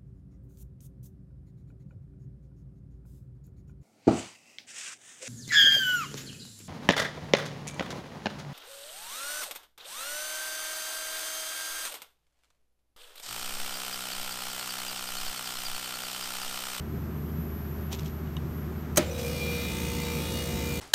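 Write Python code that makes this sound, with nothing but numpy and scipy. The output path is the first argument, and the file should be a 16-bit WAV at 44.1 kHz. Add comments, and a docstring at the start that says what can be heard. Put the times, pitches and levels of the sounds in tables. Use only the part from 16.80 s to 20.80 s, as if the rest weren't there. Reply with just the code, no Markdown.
"""A fan rumbles and something electrical whines thinly: an outdoor air conditioner, panel off, close to
one microphone. Test leads scrape and tick. The contactor clacks shut and shakes the sheet-metal
cabinet, then the compressor starts with a groan and runs: a hum on the shaft's orders, a rough rattle
of knocks in every turn, a squealing shell and a pulsing hiss of gas."""
import sys
import numpy as np
from scipy import signal
from scipy.fft import rfft, irfft, next_fast_len
from scipy.io import wavfile
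from scipy.ndimage import uniform_filter1d, map_coordinates

SR = 44100
rng = np.random.default_rng(int(sys.argv[2]) if len(sys.argv) > 2 else 0)


def bounce(signal):
    """Save signal as a 16-bit WAV file at the path given by the first command-line argument."""
    frames = np.transpose(np.atleast_2d(signal))
    limited = np.clip(frames, -1, 1)
    pcm = np.round(limited * 32767).astype(np.int16)
    wavfile.write(sys.argv[1], SR, pcm)


N = 176400

# fan rumble spectrum: freq_hz, gain_db
RUMBLE_COLOUR = [(30, -22), (48, -6), (62, -6.5), (115, -2), (150, 6), (190, -6.5), (260, -7), (390, -5.5),
                 (480, -17.5), (800, -29), (2000, -48)]
# rushing air spectrum: freq_hz, gain_db
RUSH_COLOUR = [(300, -32), (600, 3), (820, 0.5), (1300, 1), (2200, -7.5), (4300, -18), (6000, -18),
               (10400, -29), (11900, -19), (13300, -36), (15500, -27)]
# rushing air over time: time_s, gain_db
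RUSH_LEVEL = [(0, -56), (.6, -56.5), (1.0, -55.5), (1.45, -56), (1.85, -55.5), (2.15, -55)]
# low fan tones: pitch_hz, gain_db, flutter_db, wander_rad
FAN_TONES = [(76.6, -36.5, 0, 0.21), (101.1, -63, -10.5, 2.7), (155.1, -43, 1, 1.35), (205.8, -45, 0, 0.52),
             (233, -46, -2.5, 0.65)]
# electrical tones: pitch_hz, gain_db
WHINE_TONES = [(11666, -15), (11739, -3), (11844, -8), (11948, 0), (12035, -15)]
# whine over time: time_s, level_db
WHINE_LEVEL = [(0, -57), (.5, -53.5), (1.0, -51.5), (1.62, -60), (1.75, -55.5), (2.22, -60), (2.47, -53.5),
               (2.8, -54)]
# scrapes of the leads: peak_s, level_db, rise_s (per 20 dB), t60_s
SCRAPES = [(1.128, -33.5, 0.017, 0.097), (1.190, -46.5, 0.0046, 0.063), (1.207, -50, 0.0044, 0.025),
           (1.268, -49.5, 0.088, 0.18)]
# scrape and click spectrum: freq_hz, gain_db
SCRAPE_COLOUR = [(500, 0), (1800, -9.5), (2500, -1), (3800, 0), (4800, -4.5), (6000, -2.5), (10000, -15.5),
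                 (15000, -14)]
# touches of a probe tip: start_s, gain_db
PROBE_TICKS = [(1.4715, -50), (1.567, -31.5)]
# the tip's ring: pitch_hz, gain_db, t60_s
PROBE_MODES = [(1030, -1, 0.025), (2930, 2, 0.02), (3230, -2, .016), (3720, -4.5, 0.031),
               (6000, -13, 0.018)]
# coil pulls, contacts touch, armature lands and rebounds: start_s, level_db, t60_s
CLACKS = [(2.1602, -28, 0.026), (2.1683, -27, 0.014), (2.1718, -12.5, 0.024), (2.174, -14.5, 0.028),
          (2.1782, -19, 0.038)]
# clack spectrum: freq_hz, gain_db
CLACK_COLOUR = [(410, -7), (700, -10), (1100, -6), (1270, 1), (1450, -11.5), (2310, -4), (2530, -17),
                (2990, -6), (3680, -17), (3970, -2), (4350, -10), (5290, -14), (6420, 0.5), (7400, -18),
                (8210, -4.5), (9110, -14), (15500, -12.5)]
# the cabinet's ring: pitch_hz, level_db, t60_s
CABINET_MODES = [(132, -38, 0.2), (198, -23, 0.22), (317, -22, 0.18), (352, -23, 0.17), (606, -20.5, 0.19),
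                 (590, -18.5, 0.077), (780, -27.5, 0.073), (930, -23, 0.01), (1292, -29.5, 0.14)]
# shaken sheet metal spectrum: freq_hz, gain_db
PANEL_COLOUR = [(200, 11), (600, 5), (1200, -4), (2400, 1.5), (4000, -6), (15000, -23)]
# start-up groan over time: time_s, level_db
GROAN_LEVEL = [(2.2, -58), (2.3, -43), (2.41, -41), (2.52, -44), (2.62, -42), (2.8, -54), (4, -56)]
# groan spectrum: freq_hz, gain_db
GROAN_COLOUR = [(200, -25), (400, -12.5), (520, 12.5), (600, 0), (750, -5), (2000, -45)]
# bearing squeaks at start-up: start_s, length_s, pitch_hz, level_db
SQUEAKS = [(2.25, 0.054, 7300, -50.5), (2.303, 0.03, 5900, -44.5)]
# compressor shaft speed: time_s, speed_hz
SHAFT_SPEED = [(3.24, 59.7), (3.382, 59.1), (3.424, 59.5), (3.644, 59.7)]
# running compressor: time_s, treble_gain_db (rattle and hiss), loud_order_gain_db
RUNNING_LEVELS = [(2.23, -52.5, -50.5), (2.48, -41, -35), (2.506, -43.5, -43), (2.756, -40.5, -36.5),
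                  (2.92, -40, -49.5), (3.102, -39.5, -41), (3.372, -41, -38.5), (3.446, -41, -49.5),
                  (3.51, -41.5, -43), (3.974, -39.5, -40), (4.0, -41, -44)]
# hum on multiples of the shaft speed: order, level_db
HUM_ORDERS = [(1, -49), (3, -43.5), (4, -47.5), (5, -48.5), (6, -51.5), (7, -58), (9, -51), (10, -61.5),
              (12, -54), (13, -58), (16, -63), (21, -62), (24, -60)]
# tone near 900 Hz over time: time_s, level_db
WHISTLE_LEVEL = [(2.8, -78), (2.92, -52.5), (3.55, -52), (3.62, -73), (3.78, -49), (4, -61)]
# compressor shell resonances: centre_hz, half_width_hz, gain_db
SHELL_MODES = [(2062, 63, 2.5), (2379, 8, -0.5), (2480, 55, 1), (2860, 19, 0), (3850, 52, 1)]
# shell over time: time_s, then one gain_db for each resonance
SHELL_LEVELS = [(2.3, -63, -65, -58, -75, -69), (2.374, -87, -57, -57, -76, -50.5),
                (2.49, -60, -43, -55, -54.5, -65), (2.772, -51.5, -39.5, -46.5, -53, -53),
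                (3.028, -49, -46.5, -46.5, -54, -56), (3.153, -52, -54, -55, -47, -70),
                (3.26, -52, -45.5, -57, -52, -45), (3.34, -59, -45, -49.5, -58, -56),
                (3.588, -59, -55, -57, -46.5, -55), (3.777, -50, -50.5, -55.5, -56, -56),
                (4.0, -57, -40.5, -56, -51, -56)]
# rattle spectrum: freq_hz, gain_db
RATTLE_COLOUR = [(300, -14), (750, 0), (1300, -5.5), (1700, -8), (2400, 3.5), (2650, -5.5), (3400, 1),
                 (3780, -0.5), (4300, -1), (4550, 1.5), (4850, -5.5), (5150, -0.5), (5400, -4.5),
                 (5850, 3.5), (7400, -10), (8400, -5.5), (10300, -9.5), (11700, -6.5), (12500, -14),
                 (14600, -1), (15600, -9.5)]
# gas hiss and rasp spectrum: freq_hz, gain_db
HISS_COLOUR = [(300, -21), (550, -3), (800, -1.5), (1400, -0.5), (1750, -5), (2400, 4), (3200, 3),
               (4900, 0.5), (5800, 2), (7400, -2), (8500, 2), (10300, -15), (11700, -3), (14600, -7),
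               (15700, -30.5)]

THUMP_S, START_S, CATCH_S = 2.1785, 2.19, 2.385  # cabinet is struck, motor starts, pump takes its load
LOUD_ORDER, WHISTLE_ORDER = 8, 15
HUM_RISE_S = 0.4
LOW_CUT_HZ, TOP_HZ = 35, 15850


def amp(db):
    """Decibels to gain."""
    return 10 ** (np.asarray(db) / 20)


def unit(x):
    """Scale to rms 1."""
    return x / np.sqrt(np.mean(x ** 2) + 1e-20)


def clock():
    """Time of each sample in seconds."""
    return np.arange(N) / SR


def curves(rows):
    """One value per sample for each column after the time."""
    times, *columns = np.transpose(rows)
    return [np.interp(clock(), times, column) for column in columns]


def wobble(rate):
    """A smooth random curve, rate knots a second."""
    return map_coordinates(rng.standard_normal(512), [clock() * rate], mode="wrap")


def filtered(x, response):
    """x through a gain that depends on frequency."""
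    size = next_fast_len(N + SR // 2)
    return irfft(rfft(x, size) * response(np.fft.rfftfreq(size, 1 / SR)), size)[:N]


def coloured(x, colour):
    """x shaped by (freq_hz, gain_db) points, at rms 1."""
    freqs, db = np.transpose(colour)
    return unit(filtered(x, lambda hz: amp(np.interp(np.log(hz + 1), np.log(freqs + 1), db))))


def noise(colour):
    """Coloured noise of rms 1."""
    return coloured(rng.standard_normal(N), colour)


def struck(start_s, t60, attack_s):
    """Envelope of a blow: a fast rise, then a fall of 60 dB in t60 seconds."""
    age = np.maximum(clock() - start_s, 0)
    return amp(-60 * age / t60) * (1 - np.exp(-age / attack_s))


def patchy(x, depth_db):
    """Narrow bands of x flare and fade on their own."""
    bands = signal.stft(x, nperseg=512)[2]
    flare = rng.standard_normal(bands.shape)
    for _ in range(2):
        flare = uniform_filter1d(uniform_filter1d(flare, size=3, axis=0), size=24, axis=1)
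    return unit(signal.istft(bands * amp(depth_db * unit(flare)), nperseg=512)[1][:N])


def order_tone(turns, order, wander_rad):
    """A tone of rms 1 on a multiple of the shaft speed."""
    return np.sqrt(2) * np.sin(2 * np.pi * order * turns + wander_rad * wobble(6.99))


def fan():
    """The bed of the scene: rumble and rushing air, with a few unsteady low tones."""
    out = amp(-37.5 + 1.43 * wobble(11)) * noise(RUMBLE_COLOUR)
    out += amp(curves(RUSH_LEVEL)[0] + 5.5) * noise(RUSH_COLOUR)
    for hz, db, flutter_db, wander_rad in FAN_TONES:
        level = amp(db + flutter_db * wobble(21.96) - 1.5)
        out += level * np.sqrt(2) * np.sin(2 * np.pi * hz * clock() + wander_rad * wobble(14))
    return out


def whine():
    """A cluster of very high electrical tones that waver together."""
    level_db, = curves(WHINE_LEVEL)
    waver_rad = .6 * wobble(35)
    flutter_db = 1.2 * wobble(18)
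    tones = np.zeros(N)
    for hz, db in WHINE_TONES:
        gain = amp(db + 1.8 * wobble(12))
        tones += gain * np.sin(2 * np.pi * hz * clock() + waver_rad + 0.4 * wobble(7))
    return amp(level_db + flutter_db) * unit(tones)


def leads():
    """The meter's leads scrape as they are moved; a probe tip touches with a dry click and rings."""
    t = clock()
    scrapes = sum(amp(db - 20 * np.maximum(s - t, 0) / rise_s - 60 * np.maximum(t - s, 0) / t60)
                  for s, db, rise_s, t60 in SCRAPES)
    grain = amp(3.4 * wobble(450))
    clinks = sum(amp(db + mode_db) * struck(s, t60, attack_s=0.00073) * np.sin(2 * np.pi * hz * (t - s))
                 for s, db in PROBE_TICKS for hz, mode_db, t60 in PROBE_MODES)
    clicks = sum(amp(db - 6.5) * struck(s, t60=0.0087, attack_s=.0003) for s, db in PROBE_TICKS)
    return (scrapes * grain + clicks) * noise(SCRAPE_COLOUR) + clinks


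def contactor():
    """A quick run of hard contacts; the last one sets the cabinet ringing and its panels shaking."""
    blows = sum(amp(db) * struck(s, t60, attack_s=0.0003) for s, db, t60 in CLACKS)
    out = blows * noise(CLACK_COLOUR)
    for hz, db, t60 in CABINET_MODES:
        ring = np.sin(2 * np.pi * hz * (clock() - THUMP_S) + 0.43 * wobble(60))
        out += amp(db) * struck(THUMP_S, t60, attack_s=0.00042) * ring
    panels = amp(-24.5) * struck(THUMP_S, t60=0.29, attack_s=0.0016) * noise(PANEL_COLOUR)
    return out + panels


def start_up():
    """The motor groans, its bearings squeak, and the pump rasps briefly as it takes up its load."""
    t = clock()
    out = amp(curves(GROAN_LEVEL)[0]) * noise(GROAN_COLOUR)
    for start_s, length_s, hz, db in SQUEAKS:
        progress = np.clip((t - start_s) / length_s, 0, 1)
        arch = np.sqrt(np.abs(np.sin(np.pi * progress)))
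        out += amp(db) * arch * np.sin(2 * np.pi * hz * t + 0.97 * wobble(130))
    rasp = amp(-40) * struck(CATCH_S, t60=0.31, attack_s=0.0016) * noise(HISS_COLOUR)
    return out + rasp


def hum(turns, loud_db):
    """Tones on the shaft's orders swell in; a whistle and one loud order come and go on their own."""
    out = np.zeros(N)
    for order, db in HUM_ORDERS:
        level = amp(db + 2.64 * wobble(4.034))
        out += level * order_tone(turns + rng.random(), round(order), wander_rad=0.17)
    out *= 1 - np.exp(-np.maximum(clock() - START_S, 0) / HUM_RISE_S)
    out += amp(curves(WHISTLE_LEVEL)[0]) * order_tone(turns, WHISTLE_ORDER, wander_rad=0.12)
    return out + amp(loud_db - 1.5) * order_tone(turns, LOUD_ORDER, wander_rad=0.067)


def shell(turns):
    """The shell squeals on the nearest shaft orders: narrow resonances as single fluttering tones,
    wide ones pulsing once a turn."""
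    out = np.zeros(N)
    speed_hz = turns[-1] * SR / N
    for (hz, half_width_hz, db), level_db in zip(SHELL_MODES, curves(SHELL_LEVELS)):
        orders = round(hz / speed_hz) + np.arange(-2, 3)
        weights = np.exp(-((orders * speed_hz - hz) / half_width_hz) ** 2)
        shifted = turns - 0.12 + 0.08 * rng.standard_normal()
        ring = sum(w * order_tone(shifted, k, wander_rad=.42) for k, w in zip(orders, weights))
        out += amp(level_db + db - 0.7 + 3.1 * wobble(40)) * unit(ring)
    return out


def stroke(turns, swing_db=2.6):
    """Gain from the pump's load, which jumps once in a turn and then eases off."""
    return amp(swing_db * (np.sin(2 * np.pi * turns) + .5 * np.sin(4 * np.pi * turns)))


def knocks(turns, angle, jitter_s=.000014):
    """One impulse each time the shaft passes an angle (in turns), a little early or late."""
    at = np.interp(np.arange(1, int(turns[-1]) + 1), turns - angle, np.arange(N))
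    at += jitter_s * SR * rng.standard_normal(512)[:len(at)]
    taps = at.astype(int)[:, None] + np.arange(-7, 9)
    offset = taps - at[:, None]
    pulse = np.sinc(offset) * np.cos(np.pi * offset / 16) ** 2  # lets a knock fall between samples
    return np.bincount(np.clip(taps, 0, N).ravel(), pulse.ravel(), N + 1)[:N]


def rattle(turns, ring_t60, knocks_per_turn):
    """Metallic knocks recur at the same angles each turn, each with its own short ring: a dense buzz."""
    out, age = np.zeros(N), np.arange(1024) / SR
    for k in range(knocks_per_turn):
        angle = (k + rng.random()) / knocks_per_turn + .0006 * wobble(4)
        hits = knocks(turns, angle) * amp(2.5 * wobble(5))
        ring = rng.standard_normal(len(age)) * amp(-60 * age / ring_t60)
        out += signal.fftconvolve(hits, ring)[:N]
    return patchy(coloured(out * stroke(turns), RATTLE_COLOUR), depth_db=2.8)


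def gas_hiss(turns):
    """Gas hisses in pulses, one to each stroke of the pump."""
    return unit(stroke(turns) * noise(HISS_COLOUR))


def compressor():
    """The main source: one shaft drives hum, shell resonances, rattle and gas hiss."""
    t = clock()
    speed_hz, = curves(SHAFT_SPEED)
    turns = np.cumsum(speed_hz) / SR
    treble_db, loud_db = curves(RUNNING_LEVELS)
    # rattle and hiss get a slight rising lift until the pump catches
    treble_db += 0.5 * np.clip((t - START_S) / (CATCH_S - START_S), 0, 1) * (t < CATCH_S)
    out = hum(turns, loud_db) + shell(turns) + start_up()
    out += amp(treble_db - 0.3) * rattle(turns, ring_t60=0.016, knocks_per_turn=12)
    out += amp(treble_db - 4.5) * gas_hiss(turns)
    switched_on = np.clip((t - START_S) / 0.015, 0, 1)
    return out * switched_on


def scene():
    """Outdoors at the open cabinet, everything close to one microphone."""
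    return (fan() + whine() + leads() + contactor() + compressor())[None]


def record(dry):
    """The microphone drops the deepest bass and the very top of the treble."""
    band = lambda hz: (1 - np.exp(-(hz / LOW_CUT_HZ) ** 4)) * np.exp(-(hz / TOP_HZ) ** 120)
    return filtered(dry[0], band)[None]


dry = scene()
out = record(dry)
bounce(out)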